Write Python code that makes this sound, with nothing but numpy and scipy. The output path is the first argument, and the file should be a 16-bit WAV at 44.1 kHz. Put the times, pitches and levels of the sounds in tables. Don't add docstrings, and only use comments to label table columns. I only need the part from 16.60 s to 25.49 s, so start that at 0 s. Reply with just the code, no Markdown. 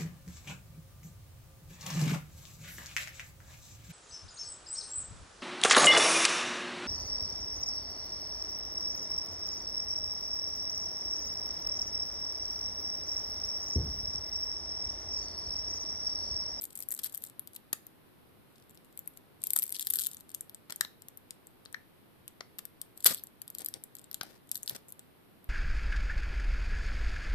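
import sys
import numpy as np
from scipy import signal
from scipy.fft import rfft, irfft
from scipy.io import wavfile

SR = 44100
rng = np.random.default_rng(int(sys.argv[2]) if len(sys.argv) > 2 else 0)


def wav_record(signal):
    frames = np.transpose(np.atleast_2d(signal))
    bounded = np.clip(frames, -1, 1)
    quanta = np.round(bounded * 32767).astype(np.int16)
    wavfile.write(sys.argv[1], SR, quanta)


N = 392049
TIME = np.arange(N) / SR


def undb(db):
    return 10 ** (np.asarray(db) / 20)


def curve(rows, t):
    return np.interp(t, *np.transpose(rows))


def unit(x):
    return x / np.sqrt(np.sum(x ** 2, axis=-1, keepdims=True) + 1e-18)


def add(out, x, t):
    start = max(int(t * SR), 0)
    out[:, start:start + x.shape[1]] += x[:, :N - start]


def coloured(x, hz, db):
    f = np.maximum(np.fft.rfftfreq(x.shape[-1], 1 / SR), 1)
    gain = undb(np.interp(np.log(f), np.log(hz), db))
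    return irfft(rfft(x) * gain, x.shape[-1])


def ring(x, hz, width_hz, order=2):
    low = np.hypot(hz, width_hz / 2) - width_hz / 2
    high = min(low + width_hz, SR / 2.1)
    return signal.sosfilt(signal.butter(order, [low, high], "band", fs=SR, output="sos"), x)


PORT_LAG_S, LAG_SPREAD_S = 0.00021, 0.000035


def ports(near, stray, likeness):
    share = np.clip(likeness, 0, 1)
    lag_s = PORT_LAG_S + LAG_SPREAD_S * rng.standard_normal(near.shape[:-1] + (1,))
    lag = np.rint(SR * lag_s).astype(int)
    size = near.shape[-1]
    late = np.take_along_axis(near, (np.arange(size) - lag) % size, axis=-1)
    return np.stack([near, share * late + np.sqrt(1 - share ** 2) * stray])


# time_s, left_minus_right_db
PLACE = [(0, 6.5), (3.4, 6.5), (6.2, 9), (6.46, 4), (7.1, 6), (7.55, 8), (8.15, 4)]


def placed(x, t):
    ratio = undb(curve(PLACE, t))
    sides = np.reshape([ratio, np.ones_like(ratio)], (2, -1))
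    return x * sides / np.hypot(ratio, 1)


def play(times, sounds):
    out = np.zeros((2, N))
    for t, sound in zip(times, sounds.swapaxes(0, 1)):
        add(out, placed(sound, t), t)
    return out


# centre_hz, width_hz
SHEET = [(290, 550), (1500, 1000), (4250, 2430), (8450, 2510), (12000, 1930)]


def sheet(push, modes_db, likeness):
    sound = 0
    for (hz, width_hz), db in zip(SHEET[-modes_db.shape[1]:], modes_db.T):
        near, stray = unit(ring(push, hz, width_hz))
        sound = sound + undb(db)[:, None] * unit(ports(near, stray, likeness))
    return sound


def tilted(db, db_per_octave):
    hz = np.array(SHEET)[:, 0]
    return db[:, None] + db_per_octave[:, None] * np.log2(hz / np.median(hz))


def fractures(shape, per_s, spread_db):
    happens = rng.random(shape) < per_s / SR
    sizes = undb(spread_db * np.minimum(rng.exponential(size=shape), np.pi))
    return happens * sizes * rng.choice([-1, 1], shape)


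# freq_hz, relative_density_db (per Hz)
QUIET = [(25, -12), (45, -14.5), (80, -3.5), (130, -1.5), (330, -3.5), (600, -10.5), (1000, -13.5),
         (2000, -18.5), (4000, -23), (6800, -35.5), (10000, -25.5), (12500, -22), (14200, -23),
         (14700, -70)]
QUIET_RMS_DB = -60.5


def quiet():
    noise = coloured(rng.standard_normal((2, N)), *np.transpose(QUIET))
    return undb(QUIET_RMS_DB) * np.sqrt(N) * unit(noise)


# centre_hz, t60_s, relative_level_db
ROOM = [(300, 0.4, -15.5), (1510, 0.2, -12.5), (4080, 0.31, -15.5), (7800, .18, -17), (12830, 0.32, -19.5)]


def room(x, gap_s, size=16384):
    t, f = TIME[:size], np.maximum(np.fft.rfftfreq(size, 1 / SR), 1)
    noise, tail = rfft(rng.standard_normal((2, size))), 0
    centres = np.log(np.array(ROOM)[:, 0])
    for (_, t60_s, db), band in zip(ROOM, np.eye(len(ROOM))):
        fade = unit(np.exp(-np.log(1000) * t / t60_s) * (t > gap_s))
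        tail = tail + undb(db) * fade * irfft(noise * np.interp(np.log(f), centres, band))
    return signal.fftconvolve(x[:1], tail, axes=1)[:, :N]


BUMP_S, BUMP_HZ, BUMP_DB, BUMP_RISE_S, BUMP_FALL_S = 8.122, 124, -24, 0.006, 0.011


def bump(size=4096):
    t = TIME[:size]
    fade = (1 - np.exp(-t / BUMP_RISE_S)) * np.exp(-t / BUMP_FALL_S)
    thud = undb(BUMP_DB) * unit(np.sin(2 * np.pi * BUMP_HZ * t) * fade)
    return play([BUMP_S], np.array([[thud], [thud]]))


# time_s, pitch_hz
FLAP = [(.2, 2230), (.45, 1610), (2.9, 2470), (3.15, 1840), (3.45, 1610)]


def flap(crackle, width_hz):
    shake = np.abs(crackle) * rng.standard_normal(N)
    turn = np.exp(2j * np.pi * np.cumsum(curve(FLAP, TIME)) / SR)
    lowpass = signal.butter(2, width_hz / 2, fs=SR, output="sos")
    return 2 * np.real(turn * signal.sosfilt(lowpass, shake / turn + 1e-18))


# time_s, relative_crackle_db
PULLS = [
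    [(0, -59.5), (.4, -50.5), (.7, -60.5)],
    [(1.9, -68), (2.6, -69.5)],
    [(2.8, -63), (2.95, -46.5), (3.08, -58), (3.4, -42.5), (3.52, -59.5), (3.7, -63.5)],
    [(6.36, -53), (6.6, -45)],
    [(6.9, -63.5), (7.02, -70), (7.15, -77)],
    [(7.87, -55.5), (7.98, -63), (8.35, -76)],
]


def peeling(per_s, spread_db, slip_s, modes_db, likeness):
    pull = 0
    for rows in PULLS:
        time_s, level_db = np.transpose(rows)
        pull = pull + np.interp(TIME, time_s, undb(level_db), left=0, right=0)
    effort = np.sqrt(pull / pull.max())
    breaks = np.abs(fractures(N, per_s * effort, spread_db)) * effort * np.sqrt(effort)
    slips = signal.lfilter([1], [1, -np.exp(-1 / (slip_s * SR))], breaks + 1e-18)
    threads = ports(*(slips * rng.standard_normal((2, N))), likeness)
    fizz = 0
    for (hz, width_hz), db in zip(SHEET[2:], modes_db):
        fizz = fizz + undb(db) * unit(ring(threads, hz, width_hz))
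    return placed(unit(fizz) * np.linalg.norm(pull), TIME)


# start_s,
# length_s, relative_energy_db (tilt pivot, 4 kHz), brightness_db_per_octave
GRAINY_RUNS = [(0.389, 0.0083, -17, 4.5), (0.452, 0.021, -19, 3.5), (6.456, 0.003, -3.5, 1),
               (6.46, 0.013, 6, 5), (6.474, 0.033, -5, 2.5), (6.505, 0.023, -8, 0.6),
               (6.997, 0.032, -26.5, -1.5), (7.144, 0.032, -31.5, -2.4), (7.642, 0.138, -26.5, -1),
               (8.102, 0.038, -24, -.5), (8.147, 0.019, -19.5, 0)]
GRAINY_RUN_ANSWER_DB = [0, -1, 1, -1, 0]


def grainy_runs(slips, spread_db, rise_s, fall_s, sag_db, likeness, size=6144):
    rows, t = np.array(GRAINY_RUNS), TIME[:size]
    length_s = rows[:, 1:2]
    force = (1 - np.exp(-t / rise_s)) * undb(-sag_db * t / length_s)
    force = force * np.exp(-np.maximum(t - length_s, 0) / fall_s)
    push = fractures((2, len(rows), size), slips / length_s, spread_db) * force
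    modes_db = tilted(*rows[:, 2:].T) + GRAINY_RUN_ANSWER_DB
    return play(rows[:, 0], sheet(push, modes_db, likeness))


# time_s, relative_energy_db (tilt pivot, 4 kHz), brightness_db_per_octave,
# muffling_db (by the fingers; negative brightens), dome_pitch_hz, dome_relative_energy_db
SNAPS = [(1.1308, -10, 2, -5.5, 1185, -18.5), (2.964, -9, 3, -7, 2470, -40),
         (4.099, -19.5, 1.5, 7, 1290, -27), (4.106, -16.5, 4, 5.5, 4000, -35),
         (4.1238, -15, 4, 4, 4060, -31), (4.21, -5, 4.5, 1.5, 1735, -4),
         (4.2493, -16.5, 3, 17, 3870, -18.5), (5.059, -25, 2.5, 25, 4000, -25),
         (5.145, -19, 12, 27.5, 1793, -8.5), (5.8082, -15, 1.5, 24, 2010, -20),
         (5.9907, -18, 4.5, 4, 1234, -32), (7.6121, -7.5, 3, 17, 1500, -16.5),
         (7.633, -20, 3.5, 3, 776, -24)]
# pitch_multiple, relative_energy_db
DOME = [(1, 1), (2.2, -3.5), (3.2, -5), (4.14, -9)]


def domes(rows, rise_s, cycles, size=2048):
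    t = TIME[:size]
    muffled_db, hz, db = rows[:, -3:-2], rows[:, -2:-1], rows[:, -1:]
    fade = (1 - np.exp(-t / rise_s)) * np.exp(-np.log(1000) * t * hz / cycles)
    tock = 0
    for multiple, mode_db in DOME:
        gain = undb(db + mode_db - muffled_db * np.log2(multiple) / 2)
        tock = tock + gain * unit(np.sin(2 * np.pi * multiple * hz * t) * fade)
    return play(rows[:, 0], ports(tock, stray=0, likeness=1))


SNAP_ANSWER_DB = [0, 0, -1, 0, 0]


def flips():
    t, db, brightness, muffled_db = np.transpose(SNAPS)[:4]
    hz = np.array(SHEET)[:, 0]
    muffling_db = np.outer(muffled_db, hz > np.median(hz))
    return np.column_stack([t, tilted(db, brightness) + SNAP_ANSWER_DB - muffling_db])


# start_s, length_s, relative_treble_energy_db (per crease), 4khz_minus_treble_db
BENDS = [(0.005, 0.049, -16, -15), (0.153, 0.064, -14, -21), (.3, 0.04, -11.5, -22), (.428, .035, -16, -11),
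         (0.513, 0.06, -22, -17), (0.622, 0.081, -22.5, -13), (0.934, 0.034, -25.5, -15),
         (1.944, 0.081, -38, -2), (2.949, .105, -5, -25), (3.064, 0.058, -16, -17),
         (3.143, 0.025, -16.5, -2.5), (3.205, 0.022, -13, -10), (3.255, 0.034, -20, -19),
         (3.34, 0.021, -13.5, -16), (3.39, 0.037, -8, -11.5), (3.43, 0.037, -12, -9.5),
         (3.491, .12, -19, -11), (3.679, .08, -24.5, -11), (6.556, .04, -25, -3.5),
         (6.975, 0.053, -19, -9.5), (7.356, 0.088, -26.5, -10), (7.942, 0.038, -17, -15),
         (8.06, 0.053, -22, -10), (8.279, .027, -27.5, -23)]


def crinkles(scatter_db, count=5):
    start_s, length_s, db, body_db = np.array(BENDS).T[:, :, None]
    t = start_s + length_s * (np.arange(count) + rng.random((len(BENDS), count))) / count
    strength_db = db + scatter_db * rng.standard_normal(t.shape)
    return np.column_stack([t.ravel(), strength_db.ravel(), np.repeat(body_db, count)])


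def creases(rows, lean, lean_db, scatter_db):
    t, db, body_db = np.transpose(rows)
    ratio = undb(lean * body_db + lean_db + scatter_db * rng.standard_normal(len(t)))
    top_db = db - 10 * np.log10(1 + ratio ** 2)
    return np.column_stack([t, db + body_db, top_db + 20 * np.log10(ratio), top_db])


LEAD_S = 0.002


def buckles(rows, give_s, jolt_s, shiver_s, shiver_db, likeness, size=1024):
    t = TIME[:size] - LEAD_S
    before, after = np.minimum(t, 0), np.maximum(t, 0)
    shiver = undb(shiver_db) * np.exp(-after / shiver_s)
    force = np.exp(before / give_s) * (np.exp(-after / jolt_s) + shiver)
    push = rng.standard_normal((len(rows), 2, size)).swapaxes(0, 1) * force
    return play(rows[:, 0] - LEAD_S, sheet(push, rows[:, 1:], likeness))


# time_s, relative_treble_energy_db (top two resonances), 4khz_minus_treble_db
TICKS = [(0.0213, -10, -28), (0.0397, -7, -28), (0.1575, -16.5, -15), (0.2246, -12, -10.5),
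         (0.2875, -5.5, -29), (0.3215, -5.5, -19), (0.3489, -9.5, -31), (0.4379, -8, -9), (0.4445, -3, -18),
         (0.5476, -6.5, -19.5), (0.5766, -9.5, -26), (0.6389, -8, -17), (0.7949, -8, -21.5),
         (0.8741, -17, -12), (0.9633, -14.5, -8), (1.2675, -18.5, -19), (2.1744, -32.5, 0),
         (2.3752, -14.5, -17.5), (2.3921, -12, -24.5), (2.4758, -8.5, -54), (2.5734, -20.5, -14),
         (2.8384, -1.5, -18), (2.8698, -3.5, -21), (2.9053, 0, -15.5), (2.9344, 3, -20), (2.9888, 3, -17.5),
         (3.0226, -5, -12), (3.0284, -4.5, -13.5), (3.1242, -4, -15.5), (3.1958, -5, -8),
         (3.2704, -1.5, -10), (3.302, 0.5, -22), (3.3058, 0, -17), (3.3373, 1, -14.5), (3.3574, 0, -16),
         (3.3703, -7, -20), (3.388, -3, -5.5), (3.4688, 1, -17.5), (3.7469, -6, -13.5), (3.8088, -8.5, -24),
         (3.8959, -19.5, -12), (3.9466, -16.5, -13.5), (4.1606, -12, -20), (4.4209, -22.5, -9.5),
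         (4.4847, -17.5, -14), (4.5735, -17.5, -22), (4.7076, -13.5, -7), (4.8702, -22.5, -21),
         (5.0528, -26.5, -6), (5.1274, -21.5, -17), (5.6794, -15, -9.5), (5.9861, -12.5, -13),
         (6.0537, -12, -15.5), (6.2156, -8.5, -12.5), (6.445, 4, -17), (6.5462, -4.5, -12.5),
         (6.6374, -12, -29), (6.6706, -22.5, -14), (6.8178, -12, -14.5), (6.879, -17, -10),
         (6.9023, -15, -18), (6.95, -11.5, -11.5), (6.9853, -11.5, -17), (7.047, -9.5, -22),
         (7.0611, -4.5, -11), (7.0861, -8, -18.5), (7.14, -10, -5), (7.2382, -13, -20),
         (7.3527, -16, -14.5), (7.5137, -14, -10), (7.5298, -23, -8), (7.5441, -7, -9), (7.9155, -2, -13),
         (7.9557, -7.5, -5.5), (8.0318, -10, -22), (8.0774, -10.5, 1.5), (8.0961, -3.5, -10.5),
         (8.1628, -17, -7), (8.323, -15.5, -18), (8.394, -20, -12), (8.8434, -27.5, -18)]


def scene():
    sharp = creases(TICKS, lean=0.41, lean_db=-0.5, scatter_db=5)
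    small = creases(crinkles(scatter_db=1.5), lean=0.25, lean_db=1.0, scatter_db=5)
    ticks = undb(1.5) * buckles(
        sharp, give_s=0.00027, jolt_s=0.00025, shiver_s=0.0029, shiver_db=-13, likeness=0.99)
    crinkle = undb(2.5) * buckles(
        small, give_s=0.00046, jolt_s=0.000264, shiver_s=0.0027, shiver_db=-7.5, likeness=1.0)
    snaps = undb(1.5) * buckles(
        flips(), give_s=0.0014, jolt_s=0.00026, shiver_s=0.0026, shiver_db=-3.5, likeness=1.0)
    tocks = undb(1.5) * domes(np.array(SNAPS), rise_s=0.00038, cycles=21)
    rips = undb(1.5) * grainy_runs(
        slips=70, spread_db=1.5, rise_s=0.001, fall_s=0.0017, sag_db=8.0, likeness=0.14)
    glue = undb(2.5) * peeling(
        per_s=1100, spread_db=14.5, slip_s=0.0019, modes_db=[-9, -1, 0], likeness=0.5)
    crackle = ticks + crinkle + glue
    flapping = undb(-15) * flap(crackle, width_hz=600)
    foil = crackle + flapping + snaps + tocks + rips + bump()
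    return foil + undb(-1.0) * room(foil, gap_s=0.0023) + quiet()


TOP_HZ = 16700


def record(dry):
    soft = coloured(dry, [14300, 16500], [0, -14])
    return signal.sosfilt(signal.ellip(8, 0.2, 70, TOP_HZ, fs=SR, output="sos"), soft)


dry = scene()
out = record(dry)
wav_record(out)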